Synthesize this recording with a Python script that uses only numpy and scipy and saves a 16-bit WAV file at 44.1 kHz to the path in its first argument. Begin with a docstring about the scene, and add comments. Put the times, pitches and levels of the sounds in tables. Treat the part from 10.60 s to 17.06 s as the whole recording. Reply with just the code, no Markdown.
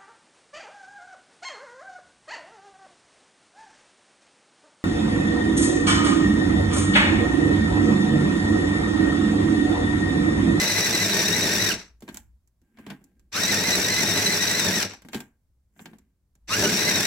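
"""A small electric sharpener on a wooden table, close to the microphones, takes three pencils.
Its gears whine and sag under load, the cutter rasps the wood once a turn, the housing rattles on the table.
Between the runs, pencils click and scrape in the opening: noise bursts and random slips through resonances.
The tabletop throws back bright copies, a small room answers with a diffuse tail, and a low rumble lies under it."""
import sys
import numpy as np
from scipy import signal
from scipy.fft import rfft, irfft, next_fast_len
from scipy.io import wavfile
from scipy.ndimage import uniform_filter1d, map_coordinates

SR = 44100
rng = np.random.default_rng(int(sys.argv[2]) if len(sys.argv) > 2 else 0)


def file_out(sig):
    """Save sig as 16-bit WAV at sys.argv[1]."""
    # one column per channel
    cols = np.atleast_2d(sig).T
    # limit, then scale
    lim = np.clip(cols, -1, 1)
    pcm = np.round(lim * 32767).astype(np.int16)
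    wavfile.write(sys.argv[1], SR, pcm)


N = 284886
TOP_HZ = 15900  # band limit

# one run per pencil: motor on t/s, motor off t/s, unloaded gear tooth rate f/Hz, cutter passes its tight side t/s
RUNS = [(-.3, 1.071, 1980, .546), (2.715, 4.178, 2024, 3.523), (5.872, 7, 1990, 6.324)]
# the hand pushes the pencil deeper: t/s, speed lost/share, half length/s, extra rattle level/dB
PUSHES = [(.292, .072, .038, 1.5), (0.464, .052, .025, 1.5), (0.621, .079, .098, 1.5),
          (.914, .084, .098, 2.5), (2.968, .115, .052, 3), (3.209, .109, .063, 3.5), (3.453, .056, .036, 3),
          (3.516, .059, .07, 0.5), (3.784, .111, .039, 2), (3.881, .043, .056, 1), (4.028, .057, .022, 0),
          (4.102, .127, .063, 2), (5.932, .069, .025, 0.5), (6.057, .24, .062, 8), (6.15, .064, .053, -1),
          (6.335, 0.026, 0.019, -2.5), (6.408, .104, .06, 4.5)]
# pencil touching the sharpener: t/s, then click, knock and bright tick peak level/dB, each before its lift
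CONTACTS = [(1.406, -52, -66, -57), (1.422, -36.5, -38.5, -60), (1.479, -29.5, -38, -58),
            (1.488, -27.5, -36, -52), (1.544, -34.5, -46, -42.5), (1.559, -40, -59, -53),
            (1.571, -31.5, -63, -34.5), (1.875, -68, -88, -66), (2.016, -64, -64, -76),
            (2.172, -42, -69, -71), (2.186, -36.5, -41.5, -75), (2.265, -28, -35.5, -55.5),
            (2.302, -24.5, -36, -49), (2.315, -32.5, -36, -72), (2.441, -61, -60, -57),
            (2.595, -57, -66, -65), (4.336, -28, -54, -51), (4.42, -41, -57, -56), (4.449, -38.5, -40, -76),
            (4.486, -31.5, -49, -52), (4.532, -22, -40.5, -43), (4.545, -19, -25.5, -39.5),
            (4.604, -25.5, -40.5, -42), (5.163, -51, -71, -86), (5.193, -32.5, -49, -64),
            (5.257, -29, -45, -49.5), (5.333, -42, -49, -82), (5.385, -53, -59, -60),
            (5.753, -58.5, -67.5, -66)]
# lingering ring of the cup and blade: f/Hz, width/Hz, relative level/dB
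HOLLOW = [(208, 28, -3.5), (824, 30, 3), (1590, 18, -0.5), (7900, 48, 0.5)]
# struck plastic: f/Hz, relative level/dB per Hz
CLICK = [(200, -20.5), (620, 2), (850, 4.5), (1300, -3.5), (1650, 2), (2050, 0.5), (2350, 0.5),
         (2650, -2.5), (3100, -1.5), (3700, -3.5), (6000, -9.5), (9000, -32), (16000, -50)]
# dull knock: f/Hz, relative level/dB per Hz
KNOCK = [(40, -29.5), (130, -10.5), (200, -4), (260, -4.5), (350, -9.5), (500, -20.5), (1500, -42)]
# sharp tick: f/Hz, relative level/dB per Hz
TICK = [(2000, -37), (6500, -2.5), (7500, 2), (8800, -10.5), (12000, -5.5), (16000, -10)]


def amp(db):
    """Decibels to gain."""
    return 10 ** (np.asarray(db) / 20)


def unit(x):
    """Scaled to rms 1."""
    return x / np.sqrt(np.mean(x ** 2) + 1e-20)


def along(points, hz):
    """(Hz, value) points read on a log frequency axis."""
    f, v = np.transpose(points)
    return np.interp(np.log(hz + 1), np.log(f + 1), v)


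def wobble(rate):
    """A smooth random curve, rate knots a second."""
    knots = rng.standard_normal(int(N * rate / SR) + 4)
    return map_coordinates(knots, [np.arange(N) * rate / SR])


def filtered(x, response):
    """x times a complex response of frequency."""
    n = x.shape[-1]
    m = next_fast_len(n + SR // 4, True)
    return irfft(rfft(x, m) * response(np.fft.rfftfreq(m, 1 / SR)), m)[..., :n]


def coloured(x, spectrum, size=4096):
    """x through a causal, minimum-phase filter of unit energy with the given spectrum."""
    cepstrum = irfft(np.log(amp(along(spectrum, np.fft.rfftfreq(size, 1 / SR)))))
    # folding the cepstrum forward puts the energy as early as it can be
    cepstrum[1:size // 2] *= 2
    cepstrum[size // 2 + 1:] = 0
    ring = irfft(np.exp(rfft(cepstrum)))
    return signal.fftconvolve(x, ring[None] / np.linalg.norm(ring), axes=1)[:, :x.shape[1]]


def resonate(x, modes):
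    """x through (Hz, width Hz, dB) resonances of alternating sign."""
    def response(f):
        total = 0
        for k, (centre, width, db) in enumerate(modes):
            damping = 1j * f * width
            total = total + (-1) ** k * amp(db) * damping / (centre * centre - f * f + damping)
        return total
    return filtered(x, response)


def grains(rate, scatter_db):
    """Random tiny impulses of uneven size, rate a second, on two paths, rms 1."""
    chance = rng.random(N)
    size = amp(scatter_db * rng.standard_normal(N))
    return unit((chance < rate / SR) * size * rng.standard_normal((2, N)))


def push(t, s, length_s):
    """The bell-shaped swell of one push."""
    return np.exp(-((t - s) / length_s) ** 2)


def motor():
    """Gear tooth rate in Hz: spin-up, a sag at every push and every orbit, then coasting down."""
    # the motor catches short of its speed by this share, spins up, and coasts down after the switch opens
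    start_lack, spin_up_s, spin_down_s = .45, .086, .135
    # the cutter orbits the pencil about twelve times a second and drags once on every orbit
    teeth_per_orbit, orbit_sag = 159.3, .032
    t = np.arange(N) / SR
    load = sum(share * push(t, s, length_s) for s, share, length_s, _ in PUSHES)
    mesh_hz = np.zeros(N)
    for on, off, free_hz, tight_s in RUNS:
        spin_up = 1 - start_lack * np.exp(-(np.maximum(t - on, 0) / spin_up_s) ** 2)
        spin_down = np.exp(-np.maximum(t - off, 0) / spin_down_s)
        hz = free_hz * spin_up * spin_down * (1 - load)
        orbits = np.cumsum(hz) / SR / teeth_per_orbit
        drag = orbit_sag * np.cos(2 * np.pi * (orbits - np.interp(tight_s, t, orbits)))
        mesh_hz = np.where(t >= on, hz * (1 - drag), mesh_hz)
    return np.maximum(mesh_hz, 1)


def running(attack_s, release_s, coast_db):
    """Gain of the runs: attack, hold, a quick release as the pencil leaves, and a quiet spell of coasting."""
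    # the emptied cutter spins on for a moment, then fades
    coast_s, coast_db_per_s = 0.14, 252
    t = np.arange(N) / SR
    total = np.zeros(N)
    for on, off, *_ in RUNS:
        since_on = np.maximum(t - on, 0)
        since_off = np.maximum(t - off, 0)
        attack = 1 - np.exp(-(since_on / attack_s) ** 1.67)
        release = np.exp(-(since_off / release_s) ** 3)
        coast = amp(coast_db - coast_db_per_s * np.maximum(since_off - coast_s, 0))
        total += attack * np.maximum(release, coast)
    return total


def rasp(turns, bite_db, flutter_db, ring_db):
    """Wood fibres snap in a clump at each pass of the cutter; the steel blade rings with each bite."""
    # plastic shell and shavings cup: f/Hz, relative level/dB per Hz
    shell = [(300, -25), (800, -8), (1250, -9.5), (1600, -2), (2000, -3.5), (2500, -1), (3200, -11),
             (3850, -4), (4600, -5), (5100, -5.5), (5650, 0.5), (6900, -13.5), (7600, -10), (8500, -16),
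             (10500, -13), (15500, -17)]
    # steel blade: f/Hz, relative level/dB per Hz
    blade = [(1000, -46.5), (5100, -19.5), (5850, 4), (6800, -19), (7600, -1.5), (8400, -21),
             (15000, -25.5)]
    bite = np.cos(2 * np.pi * turns + .8 * wobble(20))
    flutter = amp(flutter_db * wobble(200))
    snaps = flutter * amp(bite_db * bite) * grains(rate=22000, scatter_db=0.76)
    strikes = flutter * amp(6.6 * bite) * grains(rate=13000, scatter_db=2.5)
    wood = coloured(unit(snaps), shell)
    steel = coloured(unit(strikes), blade)
    return unit(wood + amp(ring_db) * steel)


def partial(phase, db, waver_db):
    """One rough gear tone, reaching the two paths a quarter cycle apart."""
    swell = amp(db + waver_db * wobble(60) + 1.5 * wobble(300))
    return swell * np.array([np.sin(phase + .6 * wobble(45) + lag) for lag in (0, np.pi / 2)])


def whine(teeth, mesh_hz, jitter, waver_db, beat_db):
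    """Meshing teeth: harmonics with uneven timing, which flare as they cross the gearbox's resonances."""
    # how strongly the gearbox radiates a tone: f/Hz, relative level/dB
    gearbox = [(1050, -38), (1250, -5), (1550, -6.5), (1780, -13), (2040, -6), (2350, -14.5), (2900, -4.5),
               (3300, -24.5), (3650, -11.5), (4020, -4), (4450, -26), (5200, -14.5), (5600, -9.5),
               (6300, -19), (8200, -25.5)]
    phase = 2 * np.pi * teeth + jitter * wobble(220)  # jitter in radians
    tone = sum(partial(k * phase, along(gearbox, k * mesh_hz), waver_db) for k in range(1, 5))
    # off-centre gears add weaker tones just under the tooth rate
    for ratio in (5 / 6, 9 / 10):
        tone += partial(ratio * phase, along(gearbox, mesh_hz) + beat_db, waver_db)
    return tone


def rattle(turns, throb_db):
    """Play in the gears knocks the housing against the table, with a slight throb every few turns."""
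    # housing standing on the table: f/Hz, width/Hz, relative level/dB
    body = [(104.1, 13, -1.5), (169.7, 21, 0), (203.3, 30, 1), (266, 40, -3.5), (309.2, 30, -0.5),
            (347, 27, -2), (399.5, 32, 0), (432, 33, -1.5), (492, 36, -6), (598.6, 29, -4.5),
            (660, 29, -5.5), (925, 130, -12.5)]
    throb = amp(throb_db * np.sin(2 * np.pi * turns / 8.4))
    knocks = grains(rate=2500, scatter_db=-0.5) * throb
    skirt = [(25, -8), (90, 3), (900, -0.5), (2500, -20.5)]  # f/Hz, relative level/dB
    return unit(coloured(resonate(knocks, body), skirt))


def sharpener():
    """The motor speed times the whine, the cutter and the rattle."""
    teeth_per_turn = 41
    cut_db, gear_db, rattle_db = -25, -22.5, -31  # before braking, pushes and wobble
    shake_lead_s = .022  # the housing shakes just before the motor has slowed
    t = np.arange(N) / SR
    mesh_hz = motor()
    teeth = np.cumsum(mesh_hz) / SR
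    turns = teeth / teeth_per_turn
    # under power, a deep bite brakes the motor and makes cutter, gears and housing louder
    powered = sum((t > on) & (t < off) for on, off, *_ in RUNS)
    slowing = -np.gradient(np.log(mesh_hz)) * SR * powered
    braking = np.tanh(uniform_filter1d(slowing, size=900))

    cutter = amp(cut_db + 0.75 * braking) * rasp(turns, bite_db=0.6, flutter_db=1.67, ring_db=-7.0)
    # a slow cutter only rubs, and loses its top
    slow = np.clip((1500 - mesh_hz) / 500, 0, 1)
    dull = filtered(cutter, lambda hz: 1 / (1 + (hz / 9000) ** 4))
    cutter += slow * (dull - cutter)

    gears = whine(teeth, mesh_hz, jitter=0.43, waver_db=3.5, beat_db=-13.0)
    gears = amp(gear_db + 0.8 * braking) * gears

    pushed_db = sum(db * push(t + shake_lead_s, s, length_s) for s, _, length_s, db in PUSHES)
    housing_db = rattle_db + pushed_db + 0.83 * braking + 1.5 * wobble(18)
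    housing = amp(housing_db) * rattle(turns, throb_db=0.07)
    return (cutter * running(attack_s=0.03, release_s=0.086, coast_db=-16)
            + gears * running(attack_s=0.038, release_s=.055, coast_db=-28)
            + housing * running(attack_s=0.054, release_s=.09, coast_db=-18.5))


def tabletop(x, count=8):
    """The table and the things on it throw back weak, bright copies within a few milliseconds."""
    delays = rng.uniform(.001, .009, (count, 2))  # seconds
    copies = np.array([sum(np.pad(path, (round(d * SR), 0))[:N] for d in path_delays)
                       for path, path_delays in zip(x, delays.T)])
    return filtered(copies / np.sqrt(count), lambda hz: hz ** 2 / (hz ** 2 + 2500 ** 2))


def room(x):
    """A diffuse tail in which each frequency dies at its own speed."""
    # time to fall by 60 dB: f/Hz, t60/s
    decay = [(200, 0.25), (1500, 0.28), (5000, 0.14), (14000, 0.19)]
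    hz, t, z = signal.stft(rng.standard_normal((2, SR // 2)), SR, nperseg=256)
    fade = amp(-60 * t / along(decay, hz)[:, None])
    tail = signal.istft(z * fade, SR, nperseg=256)[1]
    # the tail sets in 5 ms after the direct sound
    tail = np.pad(tail / np.linalg.norm(tail[0]), ((0, 0), (round(.005 * SR), 0)))
    return signal.fftconvolve(x, tail, axes=1)[:, :N]


def hush():
    """Low rumble that swells and sinks unevenly, at times abruptly, under a faint, nearly steady hiss."""
    # the rumble's course, before its wobble and trim: t/s, level/dB
    rumble_course = [(0.0, -59), (1.1, -51.5), (1.44, -64), (1.55, -51), (1.99, -73), (2.95, -59),
                     (5.59, -71), (6.03, -56), (6.46, -59)]
    # the room at rest: f/Hz, relative level/dB per Hz
    rest_spectrum = [(20, -12.5), (58, 3), (100, -3.5), (200, -12.5), (400, -23.5), (1000, -31),
                     (3000, -39), (8000, -36.5), (16000, -38)]
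    rumble_spectrum = [(20, -9), (42, -8.0), (57, 6.5), (80, -8.0), (110, -17.5), (200, -24.5),
                       (600, -58.0)]  # f/Hz, relative level/dB per Hz
    s, db = np.transpose(rumble_course)
    rumble_gain = amp(np.interp(np.arange(N) / SR, s, db) + 2.7 * wobble(12))
    rumble = amp(-1.0) * rumble_gain * coloured(rng.standard_normal((2, N)), rumble_spectrum)
    hiss_gain = amp(-71.0 + 0.74 * wobble(5.3))
    return rumble + hiss_gain * coloured(rng.standard_normal((2, N)), rest_spectrum)


def taps(levels, edges_hz, spectrum, t60, lift_db):
    """A short dying burst at every contact, heard through one response of the sharpener up to an edge."""
    t = np.arange(SR // 4) / SR
    out = np.zeros((2, N + SR))
    for (s, *_), db, edge_hz in zip(CONTACTS, levels, edges_hz):
        burst = coloured(rng.standard_normal((2, len(t))) * amp(-60 * t / t60), spectrum)
        lowpass = signal.butter(2, min(edge_hz, TOP_HZ), fs=SR, output="sos")
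        burst = signal.sosfilt(lowpass, burst)
        peak = np.abs(burst).max(axis=1, keepdims=True)
        out[:, round(s * SR):][:, :len(t)] += amp(db + lift_db) * burst / peak
    return out[:, :N]


def contacts():
    """Pencils click on the rim and knock the housing."""
    _, click_db, knock_db, tick_db = np.transpose(CONTACTS)
    # a soft touch, with little tick in it, rings only the lower modes
    soft_hz = np.clip(4500 * 2 ** ((tick_db - click_db + 26.0) / 9), 2200, 14000)
    full_hz = np.full(len(CONTACTS), TOP_HZ)
    clicks = taps(click_db, soft_hz, CLICK, t60=0.055, lift_db=-4.5)
    knocks = taps(knock_db, full_hz, KNOCK, t60=.15, lift_db=1.0)
    ticks = taps(tick_db, full_hz, TICK, t60=0.025, lift_db=11.0)
    return clicks + knocks + ticks


def strokes():
    """Gains of scrape, hiss, judder and ring: every stroke swells to its peak and fades."""
    # wood sliding in the opening: peak t/s, rise by 20 dB/s, fall by 20 dB/s,
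    # then scrape, hiss, judder and hollow ring level/dB, each before its trim in the mix
    # (rise and fall are the seconds that a change of 20 dB takes)
    slides = [(1.49, 0.022, 0.045, -44.5, -52, -52, -62), (1.57, 0.091, 0.08, -54.5, -44, -48.5, -66),
              (2.04, .02, .4, -80, -78, -66, -70), (2.2, 0.053, .15, -54, -70, -45.5, -60),
              (2.31, 0.044, 0.053, -41, -58, -36, -58), (2.42, .1, .35, -76, -84, -56, -67),
              (4.549, .03, 0.081, -35.5, -32.5, -32, -55), (5.22, 0.056, 0.048, -55, -44, -44.5, -60),
              (5.275, 0.069, .16, -59.5, -76.5, -43.5, -72)]
    t = np.arange(N) / SR
    total = 0
    for s, rise_s, fall_s, *levels in slides:
        envelope = amp(-20 * np.maximum((s - t) / rise_s, (t - s) / fall_s))
        total = total + np.outer(amp(levels), envelope)
    return total


def sliding():
    """Wood sticks and slips on the plastic: a scrape, a fine hiss, a judder of the housing and a hollow ring."""
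    # a scrape weaker than this only rings the modes under the edge
    firm_scrape_db, soft_edge_hz = -47, 3100
    scrape, hiss, judder, ring = strokes()
    slips = grains(rate=2200, scatter_db=-0.5)
    firm = scrape ** 2 / (scrape ** 2 + amp(firm_scrape_db) ** 2)
    soft = filtered(slips, lambda hz: 1 / (1 + (hz / soft_edge_hz) ** 10))
    scraping = coloured(scrape * (soft + firm * (slips - soft)), CLICK)
    hissing = coloured(hiss * slips, TICK)
    juddering = coloured(judder * slips, KNOCK)
    ringing = ring * unit(resonate(soft, HOLLOW))
    return amp(-4.5) * scraping + amp(-12) * hissing + amp(-7.5) * juddering + amp(-13) * ringing


def handling():
    """Between the runs every touch also leaves the hollow sharpener ringing faintly."""
    touch = contacts() + sliding()
    return touch + amp(1.5) * resonate(touch, HOLLOW)  # the ring outlasts the touch


def spread(pair):
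    """Two unrelated signals to left and right: alike in the bass, apart in the treble."""
    # left-right likeness: f/Hz, correlation
    alike = [(100, 0.96), (300, 0.94), (700, .82), (1400, 0.66), (2800, 0.027), (5500, 0.29), (9000, -.1),
             (14000, -0.11)]

    def mid_side(hz):
        turn = np.arccos(np.clip(along(alike, hz), -1, 1)) / 2
        return np.array([np.cos(turn), np.sin(turn)])
    mid, side = filtered(pair, mid_side)
    return np.array([mid + side, mid - side])


def scene():
    """The sharpener near the microphones, leaning to one side or the other by frequency."""
    # left minus right: f/Hz, level/dB
    lean = [(200, 0), (1600, 1), (3300, 0.5), (3850, 5.5), (4600, -6), (5500, 4.5), (6800, 0.5), (7650, -7),
            (8600, -0.5), (10500, -5), (15000, -1)]
    near = sharpener() + handling()
    pair = spread(near + amp(-9.5) * tabletop(near) + amp(-13.0) * room(near) + hush())
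    return filtered(pair, lambda hz: amp(np.outer([.5, -.5], along(lean, hz))))


def record(dry):
    """A very steep low-pass leaves next to nothing above the band limit."""
    return filtered(dry, lambda hz: 1 / np.sqrt(1 + (hz / TOP_HZ) ** 200))


dry = scene()
out = record(dry)
file_out(out)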